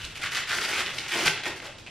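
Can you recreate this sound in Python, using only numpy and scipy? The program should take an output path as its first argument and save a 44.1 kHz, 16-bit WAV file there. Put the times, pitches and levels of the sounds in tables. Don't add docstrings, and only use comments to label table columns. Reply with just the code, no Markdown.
import sys
import numpy as np
from scipy import signal
from scipy.fft import rfft, irfft
from scipy.io import wavfile
from scipy.ndimage import uniform_filter1d

SR = 44100
rng = np.random.default_rng(int(sys.argv[2]) if len(sys.argv) > 2 else 0)


def wrap_up_sound(samples):
    columns = np.atleast_2d(samples).T
    tamed = np.clip(columns, -1, 1)
    steps = np.round(tamed * 32767).astype(np.int16)
    wavfile.write(sys.argv[1], SR, steps)


N = 83790

# start_s, length_s, rasp_db, crackle_db, body_db
STROKES = [(-.01, 0.079, -39, -46, -60), (0.093, 0.034, -44, -50.5, -59), (0.146, 0.032, -37.5, -42.5, -54),
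           (0.184, 0.022, -42.5, -49, -47), (0.209, 0.048, -33, -39, -46.5),
           (0.223, 0.058, -31, -45.5, -51.5), (0.308, 0.03, -32.5, -35, -49),
           (0.34, 0.042, -28, -33.5, -41), (0.364, 0.046, -31, -39, -50), (0.412, 0.024, -33.5, -56, -48),
           (0.465, 0.051, -34, -39.5, -53), (0.484, 0.041, -29.5, -36.5, -40),
           (0.521, 0.069, -32, -33, -38.5), (0.601, 0.06, -30, -33.5, -41),
           (0.675, 0.04, -30.5, -32.5, -38.5), (0.72, 0.048, -29.5, -35.5, -39.5),
           (0.769, 0.045, -26.5, -32, -37.5), (0.845, 0.07, -35, -43.5, -43.5),
           (0.925, 0.085, -41, -41.5, -45), (1.008, 0.059, -37.5, -47, -46.5),
           (1.074, 0.056, -34, -37.5, -67), (1.109, 0.03, -27, -36, -42), (1.133, 0.074, -29, -33, -32),
           (1.196, 0.086, -30, -32.5, -36.5), (1.252, 0.022, -20.5, -22, -29.5),
           (1.351, 0.054, -38, -63, -49), (1.428, 0.023, -34, -42, -42.5), (1.452, 0.03, -32, -36, -33),
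           (1.49, 0.04, -41, -58, -40.5), (1.553, 0.029, -43, -44.5, -59),
           (1.611, 0.048, -43.5, -50.5, -44.5), (1.64, 0.032, -40.5, -45, -54),
           (1.67, 0.054, -46.5, -73, -61), (1.776, 0.028, -51, -51.5, -59), (1.858, 0.026, -47, -57, -51.5)]
ATTACK_S, RELEASE_S, RUSTLE_TRIM_DB = 0.012, 0.011, -1.16
# time_s, pitch_hz
SPAN = [(0, 3030), (.17, 2650), (.25, 1930), (.40, 1850), (.50, 1620), (.60, 1680), (.72, 1950),
        (.81, 1630), (.90, 2200), (1.0, 2170), (1.13, 2220), (1.38, 2280), (1.47, 1920), (1.66, 2280),
        (1.87, 2640)]
SPAN_WIDTH_HZ, SPAN_DB = 1100, -3.5
CATCH_DB, CATCH_WIDTH_HZ = -13, 660
FACET_DB, FACET_OCTAVES = 2.5, 2.385
# freq_hz, density_db (per Hz)
RASP = [(100, -72.5), (400, -18.5), (900, -11.5), (1200, -1), (1500, 0), (2300, 1), (3400, 4), (5000, -8),
        (8000, -10.5), (15000, -40.5)]
# freq_hz, density_db (per Hz)
CRACKLE = [(300, -31.5), (1500, -0.5), (3000, -22.5), (4500, 4), (6200, -0.5), (8000, -3), (10500, -3),
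           (13000, -4), (15000, -18)]
# freq_hz, density_db (per Hz)
BODY = [(50, -43), (130, -7.5), (210, -6), (340, -1), (480, -3.5), (850, -0.5), (1300, -8.5), (2500, -7.5),
        (8000, -66)]
# centre_hz, width_hz, lift_db
PARCEL = [(346, 36, 3), (1393, 53, 3.5), (1463, 53, 3.5), (1596, 64, 4), (1868, 23, 7), (2049, 56, 6.5),
          (2340, 69, 3), (2538, 76, 3), (2920, 39, 3), (4050, 39, 4.5), (4530, 43, -3.5)]

# start_s, level_db, pitch_hz
SNAPS = [(.0195, -40, 3240), (.0438, -29.5, 3180), (.0495, -29, 4530), (.2344, -32, 5000),
         (.2715, -32, 2200), (.3207, -38, 4800), (.3485, -24, 2570), (.3536, -32, 4200),
         (.508, -22.5, 1780), (.517, -24, 1900), (.528, -30.5, 1700), (.584, -22, 1800), (.643, -33, 3760),
         (.6495, -26, 2680), (.6913, -44, 4960), (.728, -28.5, 2400), (.7795, -27, 2100),
         (.797, -24.5, 2600), (.806, -29, 2220), (.862, -24.5, 2740), (.868, -24.5, 2900),
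         (.982, -25, 2760), (0.9857, -21, 3300), (.9947, -29.5, 4300), (1.0829, -33, 6050),
         (1.2672, -27, 3270), (1.2705, -19.5, 3230), (1.2765, -17.5, 2460), (1.2792, -13, 2200),
         (1.306, -30, 2800), (1.342, -37, 3400), (1.375, -27, 2480), (1.386, -35, 2280),
         (1.396, -31.5, 2020), (1.435, -28, 2830), (1.4562, -23, 2120), (1.465, -28, 2600),
         (1.478, -29, 2600), (1.505, -31, 2700), (1.6011, -31.5, 2300), (1.7835, -40, 3630),
         (1.864, -37.5, 2830), (1.873, -37, 2600)]
# freq_hz, density_db (per Hz)
SNAP_COLOUR = [(100, -11), (600, -20), (1300, -11.5), (2200, 3), (3200, 0.5), (4500, -6), (7000, -14),
               (11000, -28), (15000, -47)]
SNAP_CENTRE_HZ, SNAP_GAIN_DB = 2600, 18.5
SNAP_RISE_S, SNAP_DECAY_S = 0.00052, 0.0027

# start_s, length_s, first_pitch_hz, last_pitch_hz, level_db
ZIPS = [(.629, 0.0252, 3170, 4800, -33), (0.73, 0.048, 2200, 2530, -31.5),
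        (0.499, 0.052, 1370, 1650, -31.5), (.228, .045, 1950, 2100, -39), (1.863, 0.031, 2730, 2350, -44)]
ZIP_WIDTH_HZ = 540
# start_s, length_s, first_pitch_hz, last_pitch_hz, level_db
HOLLOWS = [(1.116, 0.105, 354, 340, -41), (1.214, .065, 373, 410, -37), (1.451, 0.069, 345, 325, -43.5),
           (1.64, 0.072, 562, 555, -47.5)]
HOLLOW_WIDTH_HZ = 26
# start_s, pitch_hz, level_db
KNOCKS = [(1.259, 158.6, -31.5), (1.296, 161, -37)]
KNOCK_RISE_S, KNOCK_DECAY_S = 0.0011, 0.024
# start_s, energy_decay_s, pitch_hz, level_db
PUSHES = [(-.004, 0.053, 45.6, -41.5), (0.186, 0.011, 95, -51), (0.23, 0.019, 73, -45),
          (0.354, 0.045, 59.4, -52), (1.26, 0.023, 91, -42.5), (1.491, 0.017, 100, -47)]
PUSH_RISE_S = 0.0043

# freq_hz, t60_s
ROOM = [(150, 0.36), (600, 0.6), (2000, 0.47), (6000, 0.42), (14000, 0.23)]
ROOM_DB, ROOM_DELAY_S, REFLECTIONS_PER_S = -7, 0.012, 4000
# freq_hz, density_db (per Hz)
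AIR = [(20, -4), (60, -2.5), (125, 4), (210, -6), (500, -7.5), (1200, -14.5), (4000, -13.5), (9000, -23.5),
       (15000, -61.5)]
AIR_DB = -49
DIRECT_SIDE_DB, ROOM_SIDE_DB = -4.5, 2
# freq_hz, side_over_mid_gain_db
WIDTH = [(25, -44), (125, -42), (500, -50), (1000, -19), (1700, -24.5), (2600, -18), (4000, -6),
         (5500, -3.5), (7000, 2), (9500, 5.5), (14000, 14.5)]
# freq_hz, density_db (per Hz)
PORT_NOISE = [(20, -26), (60, -15), (125, -3.5), (350, 4), (700, -2.5), (1400, -4), (3000, -11),
              (7000, -29), (15000, -39)]
PORT_NOISE_DB = -58
EDGE_HZ = 15100


def amp(db):
    return 10 ** (np.asarray(db) / 20)


def read(points, hz):
    f, value = np.transpose(points)
    return np.interp(np.log(hz + 1), np.log(f + 1), value)


def evened(x):
    return x / np.sqrt(np.mean(x ** 2) + 1e-20)


def convolve(x, response):
    return signal.oaconvolve(x, np.atleast_2d(response), axes=1)[:, :N]


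def colour(x, points, peaks=()):
    hz = abs(np.fft.fftfreq(8192, 1 / SR))
    db = read(points, hz)
    for centre_hz, width_hz, lift_db in peaks:
        db = db + lift_db / (1 + (2 * (hz - centre_hz) / width_hz) ** 2)
    spectrum = np.exp(np.conj(signal.hilbert(np.log(amp(db)))))
    response = np.fft.ifft(spectrum).real[:len(hz) // 2]
    return convolve(x, response / np.linalg.norm(response))


def resonate(x, hz, width_hz):
    turn = np.exp(2j * np.pi * np.cumsum(hz) / SR)
    pole = np.exp(-np.pi * width_hz / SR)
    return 2 * (turn * signal.lfilter([1 - pole], [1, -pole], x / turn)).real


def glide(start_s, length_s, from_hz, to_hz):
    way = np.clip((np.arange(N) / SR - start_s) / length_s, 0, 1)
    return np.sqrt(abs(np.sin(np.pi * way))), from_hz + (to_hz - from_hz) * way


def levelled(ring, swell, level_db):
    return amp(level_db) * ring * np.linalg.norm(swell) / np.linalg.norm(ring, axis=1, keepdims=True)


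def slips(per_s, spread_db, clump_db, clump_s):
    pole = np.exp(-1 / (SR * clump_s))
    clumps = evened(signal.lfilter([1], [1, -pole], rng.standard_normal(N)))
    size = amp(spread_db * np.minimum(rng.exponential(1, N), 4) + clump_db * clumps)
    clicks = size * (rng.random(N) < per_s / SR)
    clicks /= np.sqrt(abs(uniform_filter1d(clicks ** 2, size=1300)) + 1e-9)
    return clicks * rng.choice([-1., 1.], (2, N))


def facets(clicks, count=5):
    hz = np.geomspace(500, 16000, 32)
    octaves = np.log2(hz / hz[0])
    facet = rng.integers(0, count, N // 64 + 1).repeat(64)[:N]
    out = np.zeros((2, N))
    for k in range(count):
        ripple_db = FACET_DB * np.cos(2 * np.pi * (octaves / FACET_OCTAVES + k / count))
        out += colour(clicks * (facet == k), np.column_stack([hz, ripple_db]))
    return evened(out)


def pressure(column):
    t, power = np.arange(N) / SR, np.zeros(N)
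    for start_s, length_s, *levels_db in STROKES:
        attack = np.clip((t - start_s) / ATTACK_S, 0, 1)
        release = np.exp(-np.maximum(t - start_s - length_s, 0) / RELEASE_S)
        power += (amp(levels_db[column]) * attack * release) ** 2
    return np.sqrt(power)


def rustle():
    span_hz = np.interp(np.arange(N) / SR, *np.transpose(SPAN))
    rub = facets(slips(per_s=5000, spread_db=3.0, clump_db=0.5, clump_s=0.00063))
    rub = rub + amp(SPAN_DB) * resonate(rub, span_hz, SPAN_WIDTH_HZ)
    jerks = slips(per_s=170, spread_db=1.5, clump_db=1.5, clump_s=0.0082)
    catches = resonate(jerks, span_hz, CATCH_WIDTH_HZ)
    steady = evened(colour(rub, RASP, PARCEL))
    jerky = evened(colour(catches, RASP, PARCEL))
    rasp = pressure(0) * evened(steady + amp(CATCH_DB) * jerky)

    fibres = facets(slips(per_s=2600, spread_db=-2.0, clump_db=-0.7, clump_s=0.0075))
    crackle = pressure(1) * evened(colour(fibres, CRACKLE))

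    bending = slips(per_s=3200, spread_db=1.6, clump_db=1.0, clump_s=0.013)
    body = colour(pressure(2) * bending, BODY, PARCEL)
    return amp(RUSTLE_TRIM_DB) * (rasp + crackle + body)


def snaps():
    t, out = np.arange(2048) / SR, np.zeros((2, N))
    envelope = np.minimum(t / SNAP_RISE_S, 1) * np.exp(-t / SNAP_DECAY_S)
    for start_s, level_db, pitch_hz in SNAPS:
        splinters = envelope * rng.standard_normal((2, len(t)))
        shifted_colour = np.multiply(SNAP_COLOUR, [pitch_hz / SNAP_CENTRE_HZ, 1])
        crack = colour(splinters, shifted_colour, PARCEL)
        crack /= np.linalg.norm(crack, axis=1, keepdims=True)
        part = out[:, round(start_s * SR):][:, :crack.shape[1]]
        part += amp(level_db + SNAP_GAIN_DB) * crack[:, :part.shape[1]]
    return out


def zips():
    out = np.zeros((2, N))
    for *path, level_db in ZIPS:
        swell, hz = glide(*path)
        clicks = swell * slips(per_s=1200, spread_db=5, clump_db=1.5, clump_s=0.0025)
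        ring = resonate(resonate(clicks, hz, ZIP_WIDTH_HZ), hz, ZIP_WIDTH_HZ)
        out += levelled(ring, swell, level_db)
    return out


def hollows():
    out = np.zeros((2, N))
    for *path, level_db in HOLLOWS:
        swell, hz = glide(*path)
        ring = swell * resonate(rng.standard_normal((2, N)), hz, HOLLOW_WIDTH_HZ)
        out += levelled(ring, swell, level_db)
    return out


def knocks():
    out = np.zeros(N)
    for start_s, pitch_hz, level_db in KNOCKS:
        age = np.maximum(np.arange(N) / SR - start_s, 0)
        envelope = np.minimum(age / KNOCK_RISE_S, 1) * np.exp(-age / KNOCK_DECAY_S)
        out += amp(level_db) * envelope * np.sin(2 * np.pi * pitch_hz * age)
    return out


def pushes():
    t, out = np.arange(N) / SR, np.zeros((2, N))
    for start_s, decay_s, pitch_hz, level_db in PUSHES:
        band = signal.butter(2, [pitch_hz / 2, pitch_hz * 2], "band", fs=SR, output="sos")
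        puff = evened(signal.sosfilt(band, rng.standard_normal((2, N))))
        age = np.maximum(t - start_s, 0)
        envelope = np.minimum(age / PUSH_RISE_S, 1) * np.exp(-age / (2 * decay_s))
        out += amp(level_db) * envelope * puff
    return out


def bedroom(x):
    signs = rng.choice([-1., 1.], (2, SR // 2))
    taps = signs * (rng.random((2, SR // 2)) < REFLECTIONS_PER_S / SR)
    hz, t, bands = signal.stft(taps, SR, nperseg=256)
    decay = amp(-60 * t / read(ROOM, hz)[:, None])
    tail = signal.istft(bands * decay, SR)[1]
    tail *= np.arange(tail.shape[1]) > ROOM_DELAY_S * SR
    return amp(ROOM_DB) * convolve(x, tail / np.linalg.norm(tail[0]))


def room_air():
    return amp(AIR_DB) * colour(rng.standard_normal((2, N)), AIR)


def port_noise():
    return amp(PORT_NOISE_DB) * colour(rng.standard_normal((1, N)), PORT_NOISE)[0]


def ports(sound):
    width = amp(read(WIDTH, np.fft.rfftfreq(2 * N, 1 / SR)))
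    gains = [np.ones_like(width), 1j * width] / np.hypot(1, width)
    mid, side = irfft(rfft(sound, 2 * N) * gains)[:, :N]
    side = side + port_noise()
    return np.array([mid + side, mid - side])


def scene():
    paper = rustle() + snaps() + zips() + hollows()
    air = room_air()
    direct = paper * amp([[0], [DIRECT_SIDE_DB]])
    reflected = bedroom(paper) * amp([[0], [ROOM_SIDE_DB]])
    return ports(direct + reflected + pushes() + air) + knocks()


def record(dry):
    lowpass = signal.firwin(511, EDGE_HZ, window=("kaiser", 9), fs=SR)
    return signal.oaconvolve(dry, lowpass[None], "same", axes=1)


dry = scene()
out = record(dry)
wrap_up_sound(out)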